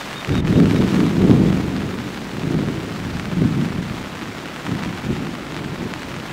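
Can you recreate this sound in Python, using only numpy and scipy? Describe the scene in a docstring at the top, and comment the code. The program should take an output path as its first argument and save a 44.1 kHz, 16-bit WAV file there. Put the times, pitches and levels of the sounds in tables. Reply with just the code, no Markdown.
"""Thunder over steady rain

Outdoors in the rain: far drops merge into a wash, nearer ones patter, and close by single drops splat and tick.
A long thunder roll arrives in several swells, a swarm of dulled shock waves with one echo.
A small bird peeps faintly at the start, as arched sine tones; noise gives the storm's low murmur.
Once, early on, the rain briefly dips and dulls, and the thunder's upper register dips with it."""
import sys
import numpy as np
from scipy import signal
from scipy.fft import rfft, irfft, next_fast_len
from scipy.io import wavfile
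from scipy.ndimage import uniform_filter1d

SR = 44100
rng = np.random.default_rng(int(sys.argv[2]) if len(sys.argv) > 2 else 0)


def inscribe(sig):
    """Save sig as 16-bit PCM at rate SR to the path in sys.argv[1].

    A 1-D sig is mono; a 2-D sig holds one channel per row.
    Samples are clipped to [-1, 1] before scaling.
    """
    pcm = np.round(np.clip(np.atleast_2d(sig).T, -1, 1) * 32767)
    wavfile.write(sys.argv[1], SR, pcm.astype(np.int16))


N = 278712
TIME = np.arange(N) / SR

# Colour of the thunder's shocks, relative: pitch_hz, level_db (per Hz)
THUNDER_COLOUR = [(12, -37), (30, -16.5), (60, -10.5), (85, -5), (120, -1), (165, 3.5), (250, -1),
                  (320, -3.5), (420, -12), (550, -22), (800, -29.5), (1500, -52), (4000, -79)]
ECHO_DELAY_S, ECHO_GAIN = .0378, 0.39
DEEP_HZ, UPPER_HZ = 105, 290  # edges of the deep and upper registers
ARRIVAL_S, ARRIVAL_RAMP_S = .268, .012  # the first shocks arrive abruptly


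def thunder(bright_db=1.0, deep_db=2.6, level_db=0.05):
    """Shocks from all along the lightning channel pile up; near stretches are bright, far ones deep."""
    roll_db, surge_bright_db, surge_deep_db = surges()
    shocks = colour(impacts(per_s=700, spread_db=3.0, range_db=11.5), THUNDER_COLOUR)
    shocks += ECHO_GAIN * np.interp(TIME - ECHO_DELAY_S, TIME, shocks, left=0)
    deep = below(shocks, DEEP_HZ)
    upper = shocks - below(shocks, UPPER_HZ)
    body = shocks - deep - upper

    # each register keeps its share of the roll, whichever shocks happen to coincide
    registers = [(deep, deep_db + surge_deep_db),
                 (body, 0),
                 (upper, bright_db + surge_bright_db + brief_dip_db())]
    balanced = np.zeros(N)
    for part, share_db in registers:
        balanced += np.std(part) * evened(part, window_s=0.079) * from_db(share_db)

    roll = evened(balanced, window_s=0.16) * from_db(roll_db + level_db)
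    arrival = np.clip((TIME - ARRIVAL_S) / ARRIVAL_RAMP_S, 0, 1)
    return roll * arrival + claps()


# Surges of the roll, one for each stretch of the lightning channel, before the thunder's overall trims:
# crest_s, level_db, rise_s, fall_s (time to fall 10 dB), bright_db (extra), deep_db (extra)
CHANNEL_SURGES = [(0.32, -17, 0.035, 0.4, 2, 6.5), (0.62, -10, 0.089, 0.1, 0.5, -17),
                  (0.83, -14, 0.086, 0.05, 1.0, -4), (1.04, -14, 0.12, 0.1, 2, -11),
                  (1.31, -9.5, 0.098, 0.23, 1.5, -3), (1.47, -18, 0.051, 0.21, 4.5, 5.5),
                  (1.78, -24, 0.065, 0.45, 2.5, -2.0), (2.58, -18.5, 0.13, 0.27, 6, 1.5),
                  (3.16, -25.5, 0.18, 0.15, -14, 4.5), (3.46, -15.0, 0.1, 0.12, -7.5, -5),
                  (3.59, -16, 0.018, 0.1, -3.0, -10), (3.791, -23, 0.052, 0.1, -2, 4),
                  (3.93, -26.5, 0.032, 0.1, -5.0, 3.5), (4.22, -29, 0.0074, 0.1, 4, -22),
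                  (4.729, -21.5, 0.04, 0.18, -3.5, -8), (4.88, -26.5, 0.02, 0.09, -1.0, 4),
                  (5.11, -20.0, 0.048, 0.09, -2.0, 1), (5.23, -25.0, 0.031, 0.18, 1, -7),
                  (5.69, -28.0, 0.14, 0.25, 3.5, 4), (5.82, -23.5, 0.019, 0.08, 3, -6),
                  (6.15, -32, 0.092, 0.5, -5, 1)]
LINGER_DB, LINGER_FALL_DB_PER_S = -21.5, 7  # each surge leaves a long rumble in the landscape


def surges():
    """Each surge swells, falls and lingers; powers add. Gives the roll's level, brightness and depth in dB."""
    power = bright = deep = 1e-12
    for crest_s, level_db, rise_s, fall_s, bright_db, deep_db in CHANNEL_SURGES:
        before = np.minimum(TIME - crest_s, 0)
        after = np.maximum(TIME - crest_s, 0)
        swell = np.exp(-(before / rise_s) ** 2)
        fall = from_db(-10 * after / max(fall_s, .01)) ** 2
        linger = from_db(LINGER_DB - LINGER_FALL_DB_PER_S * after) ** 2
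        surge = from_db(level_db) ** 2 * swell * (fall + linger)
        power = power + surge
        bright = bright + surge * from_db(bright_db) ** 2
        deep = deep + surge * from_db(deep_db) ** 2
    return 10 * np.log10([power, bright / power, deep / power])


# Strongest single shocks within the roll, relative: push_s (near the top of the push), level_db (peak)
STRONG_SHOCKS = [(0.282, -22), (0.556, -11), (0.586, 0), (0.747, -3), (1.051, -6), (1.264, -1), (1.304, -1),
                 (2.523, -10), (3.421, -2.5), (3.573, -22), (3.913, -33), (4.692, -9), (5.099, -16)]


def claps(level_db=-5, pitch_hz=230):
    """The strongest shocks stand out as single pressure waves, thinned in the bass."""
    out = np.zeros(N)
    for s, shock_db in STRONG_SHOCKS:
        # starting 2 ms early puts the top of the push near s
        add(out, s - .002, from_db(shock_db + level_db) * n_wave(pitch_hz))
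    return butter(out, 155, "high")


def n_wave(hz):
    """One push and one pull of pressure, height 1, strongest at hz."""
    phase = np.arange(-4, 4, 2 * np.pi * hz / SR)
    return -phase * np.exp((1 - phase ** 2) / 2)


# Colour of the far wash, relative: pitch_hz, level_db (per Hz)
WASH_COLOUR = [(100, -7.5), (300, 1.5), (600, 0.5), (1100, 0.5), (2000, -1), (3500, -6.5), (5000, -12),
               (7500, -16.5), (10500, -24), (15500, -27.5)]
# Colour of the nearer patter, relative: pitch_hz, level_db (per Hz)
PATTER_COLOUR = [(100, -15), (400, 0.5), (800, 2.5), (1300, 4), (2200, -3), (3600, -8), (5200, -16.5),
                 (7500, -29.5), (10500, -40), (15500, -27)]
# Colour of the fine droplets, relative: pitch_hz, level_db (per Hz)
DROPLET_COLOUR = [(500, -39), (2000, 10), (4500, 12), (8000, -12.5), (11000, -18.5), (15500, -4)]
GUST_TREBLE_DB, GUST_END_S, GUST_FADE_S = 1.24, 2.4, 2.8  # the early rain is brighter, then mellows


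def rain(wash_db=-0.5, patter_db=-3.0, droplets_db=-22.5, treble_hz=3800, flutter_db=0.94, sway_db=0.35):
    """Countless far drops merge to a wash; nearer drops and fine droplets stay separate ticks, in flurries."""
    far = colour(impacts(per_s=14000, spread_db=2.0, range_db=10.5), WASH_COLOUR)
    near = colour(impacts(per_s=560, spread_db=6.0, range_db=17.5), PATTER_COLOUR)
    fine = colour(impacts(per_s=110, spread_db=5.0, range_db=17), DROPLET_COLOUR)
    wash = from_db(wash_db) * far
    patter = from_db(patter_db) * evened(near, window_s=0.073)
    droplets = from_db(droplets_db) * fine

    flurries = from_db(flutter_db * wander(46) + sway_db * wander(4.3))
    fall = (wash + patter + droplets) * flurries
    gust_treble_db = GUST_TREBLE_DB * np.clip(1 - (TIME - GUST_END_S) / GUST_FADE_S, 0, 1)
    dip_db = brief_dip_db()
    dull = below(fall, treble_hz)
    treble = (fall - dull) * from_db(gust_treble_db + dip_db)
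    return (dull + treble) * from_db(rain_strength_db() + dip_db)


# Strength of the rain, with a heavier gust near the start and a lighter one later: start_s, level_db
RAIN_STRENGTH = [(0, -33), (0.5, -34), (0.94, -31), (1.15, -34), (2.1, -36), (4.4, -35.5), (4.58, -34.5),
                 (5.2, -35.4), (6.32, -35.5)]


def rain_strength_db():
    """How hard it rains at every moment, apart from the brief dip."""
    return in_time(RAIN_STRENGTH)[0]


# The sound dips and dulls briefly: start_s, level_db
BRIEF_DIP = [(0.406, 0), (0.409, -7), (0.432, -8), (0.45, -4), (0.472, 0)]


def brief_dip_db():
    """The brief dip at every moment."""
    return in_time(BRIEF_DIP)[0]


# Loudest close drops, before the close drops' overall trim: start_s, level_db (peak)
LOUD_DROPS = [(0.129, -14.5), (0.2467, -14.5), (0.353, -13), (0.378, -16), (0.4495, -19), (0.4719, -16),
              (0.478, -16), (0.6, -12.5), (0.6563, -13.5), (0.7093, -14), (0.9442, -11), (1.0032, -13.5),
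              (1.3099, -14.5), (1.5269, -16.5), (1.82, -21), (2.3948, -20), (3.1961, -13), (3.654, -16),
              (3.687, -20), (4.0587, -20), (4.1517, -19), (4.2124, -18), (4.3895, -21), (4.561, -17),
              (4.665, -17.5), (4.791, -19), (4.8354, -15), (4.8926, -22), (5.5215, -18.5), (5.5646, -14.5),
              (5.9369, -13), (6.031, -15.5)]
LESSER_DROPS_PER_S, LESSER_DROP_DB, LESSER_SPREAD_DB = 12, 15.5, 1.5  # slap's peak above the rain's level
# band of a drop's slap; its top edge differs from drop to drop
SLAP_LOW_HZ, SLAP_HIGH_HZ, SLAP_SPREAD_OCTAVES = 640, 2520, 0.11
SLAP_DELAY_S = .001


def close_drops(level_db=1.0, spray_db=-15, spray_decay_s=0.0015, spray_hz=4500):
    """Each drop slaps once, a sharp push and a softer pull, and scatters a few milliseconds of spray."""
    out, age = np.zeros(N), TIME[:SR // 40]
    loud = [(s, db + level_db) for s, db in LOUD_DROPS]
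    lesser = random_drops(LESSER_DROPS_PER_S, LESSER_DROP_DB, LESSER_SPREAD_DB)
    for s, db in loud + lesser:
        top_hz = SLAP_HIGH_HZ * 2 ** (SLAP_SPREAD_OCTAVES * rng.standard_normal())
        top_hz = np.clip(top_hz, 2 * SLAP_LOW_HZ, SR / 4)
        slap = butter(age == 0, [SLAP_LOW_HZ, top_hz], "band")
        slap = slap / np.max(np.abs(slap))
        spray = rms_one(butter(rng.standard_normal(len(age)), [600, spray_hz], "band"))
        spray = from_db(spray_db) * spray * np.exp(-age / spray_decay_s)
        add(out, s + SLAP_DELAY_S, from_db(db) * (slap + spray))
    return out


TICKS_PER_S, TICK_DB, TICK_SPREAD_DB = 45, 6, 0  # strength above the rain's level, less at higher pitch
TICK_LOW_HZ, TICK_HIGH_HZ = 2180, 7160


def ticks(cycles=3.2):
    """Small drops on leaves ring for a few cycles, each at a pitch of its own."""
    out, age = np.zeros(N), TIME[:SR // 100]
    for s, db in random_drops(TICKS_PER_S, TICK_DB, TICK_SPREAD_DB):
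        hz = TICK_LOW_HZ * (TICK_HIGH_HZ / TICK_LOW_HZ) ** rng.random()
        ring = np.sin(2 * np.pi * hz * age) * np.exp(-age * hz / cycles)
        add(out, s, from_db(db) * np.sqrt(TICK_LOW_HZ / hz) * ring)
    return out


def random_drops(per_s, peak_db, spread_db):
    """Drops that fall at random and follow the rain's strength: rows of start_s, level_db."""
    at = np.flatnonzero(rng.random(N) < per_s / SR)
    db = rain_strength_db() + brief_dip_db() + peak_db + spread_db * rng.standard_normal(N)
    return list(zip(TIME[at], db[at]))


# Bird peeps, before the bird's overall trim: start_s, length_s, pitch_hz (top), level_db
BIRD_PEEPS = [(-0.04, .09, 3620, -39), (0.142, .085, 3700, -34), (0.322, .09, 3755, -31),
              (0.52, .11, 3700, -41), (0.74, .075, 3770, -38), (1.04, .06, 3760, -40),
              (1.31, .07, 3230, -41), (1.43, .09, 3440, -43)]
PEEP_ARCH = .05  # share by which a peep's ends lie under its top pitch


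def bird(level_db=-3.0, waver_db=-3.0):
    """Nearly pure peeps that rise and fall in a shallow arch, slightly uneven in strength."""
    out = np.zeros(N)
    for s, length_s, top_hz, db in BIRD_PEEPS:
        place = np.clip(2 * (TIME - s) / length_s - 1, -1, 1)  # -1 at the peep's start, 1 at its end
        pitch_hz = top_hz * (1 - PEEP_ARCH * place ** 2)
        phase = 2 * np.pi * np.cumsum(pitch_hz) / SR
        out += from_db(db) * np.sqrt(1 - place ** 2) * np.sin(phase)
    return out * from_db(level_db + waver_db * wander(60))


# Colour of the storm's low murmur, relative: pitch_hz, level_db (per Hz)
MURMUR_COLOUR = [(15, -34), (50, -19), (130, -8.5), (280, -8.5), (450, -13.5), (900, -24.5), (3000, -79)]


def storm_murmur(level_db=-36):
    """The storm's low murmur in the background: steady noise, mostly bass."""
    return from_db(level_db) * colour(rng.standard_normal(N), MURMUR_COLOUR)


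def impacts(per_s, spread_db, range_db):
    """Random clicks: many small ones, a few up to range_db stronger."""
    sizes_db = np.minimum(spread_db * rng.exponential(1, N), range_db)
    return (rng.random(N) < per_s / SR) * from_db(sizes_db) * rng.choice([-1, 1], N)


def wander(hz):
    """Slow chance, changing up to hz times a second; spread 1."""
    return rms_one(butter(rng.standard_normal(N), hz, "low"))


def colour(x, spectrum):
    """Causal (minimum-phase) filter with the given spectrum; rms 1."""
    size = next_fast_len(N + SR // 2) * 2
    hz, db = np.transpose(spectrum)
    grid = np.maximum(np.arange(size // 2 + 1) * SR / size, 1)
    gain = from_db(np.interp(np.log(grid), np.log(hz), db))
    # folding the cepstrum forward in time makes the filter causal
    cepstrum = irfft(np.log(gain))
    cepstrum[1:size // 2] *= 2
    cepstrum[size // 2 + 1:] = 0
    return rms_one(irfft(rfft(x, size) * np.exp(rfft(cepstrum)))[:N])


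def evened(x, window_s):
    """Hold the short-time rms near 1."""
    size = max(int(window_s * SR), 2)
    power = uniform_filter1d(uniform_filter1d(x ** 2, size), size)
    return x / np.sqrt(power + 1e-9)


def butter(x, hz, kind, order=2):
    """Causal Butterworth filter."""
    return signal.sosfilt(signal.butter(order, hz, kind, fs=SR, output="sos"), x + 1e-18)


def below(x, hz):
    """The part of x under hz, filtered both ways to keep in step with x."""
    return butter(butter(x, hz, "low")[::-1], hz, "low")[::-1]


def in_time(rows):
    """Each column of a curve at every sample."""
    s, *columns = np.transpose(rows)
    return [np.interp(TIME, s, c) for c in columns]


def add(out, s, sound):
    """Mix a short sound in at time s."""
    at = max(round(s * SR), 0)
    out[at:at + len(sound)] += sound[:N - at]


def from_db(db):
    """Decibels to gain."""
    return 10 ** (np.asarray(db) / 20)


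def rms_one(x):
    """Scale to unit rms."""
    return x / np.sqrt(np.mean(x ** 2) + 1e-20)


def scene():
    """Thunder, rain, close drops and bird over the storm's low murmur, at one microphone."""
    return (thunder() + rain() + close_drops() + ticks() + bird() + storm_murmur())[None]


def record(dry):
    """Full scale limits the peaks, then a steep filter cuts the top."""
    limited = np.clip(dry, -1, 1)
    top_cut = signal.ellip(12, .1, 80, 15650, fs=SR, output="sos")  # cut above 15650 Hz
    return signal.sosfilt(top_cut, limited)


dry = scene()
out = record(dry)
inscribe(out)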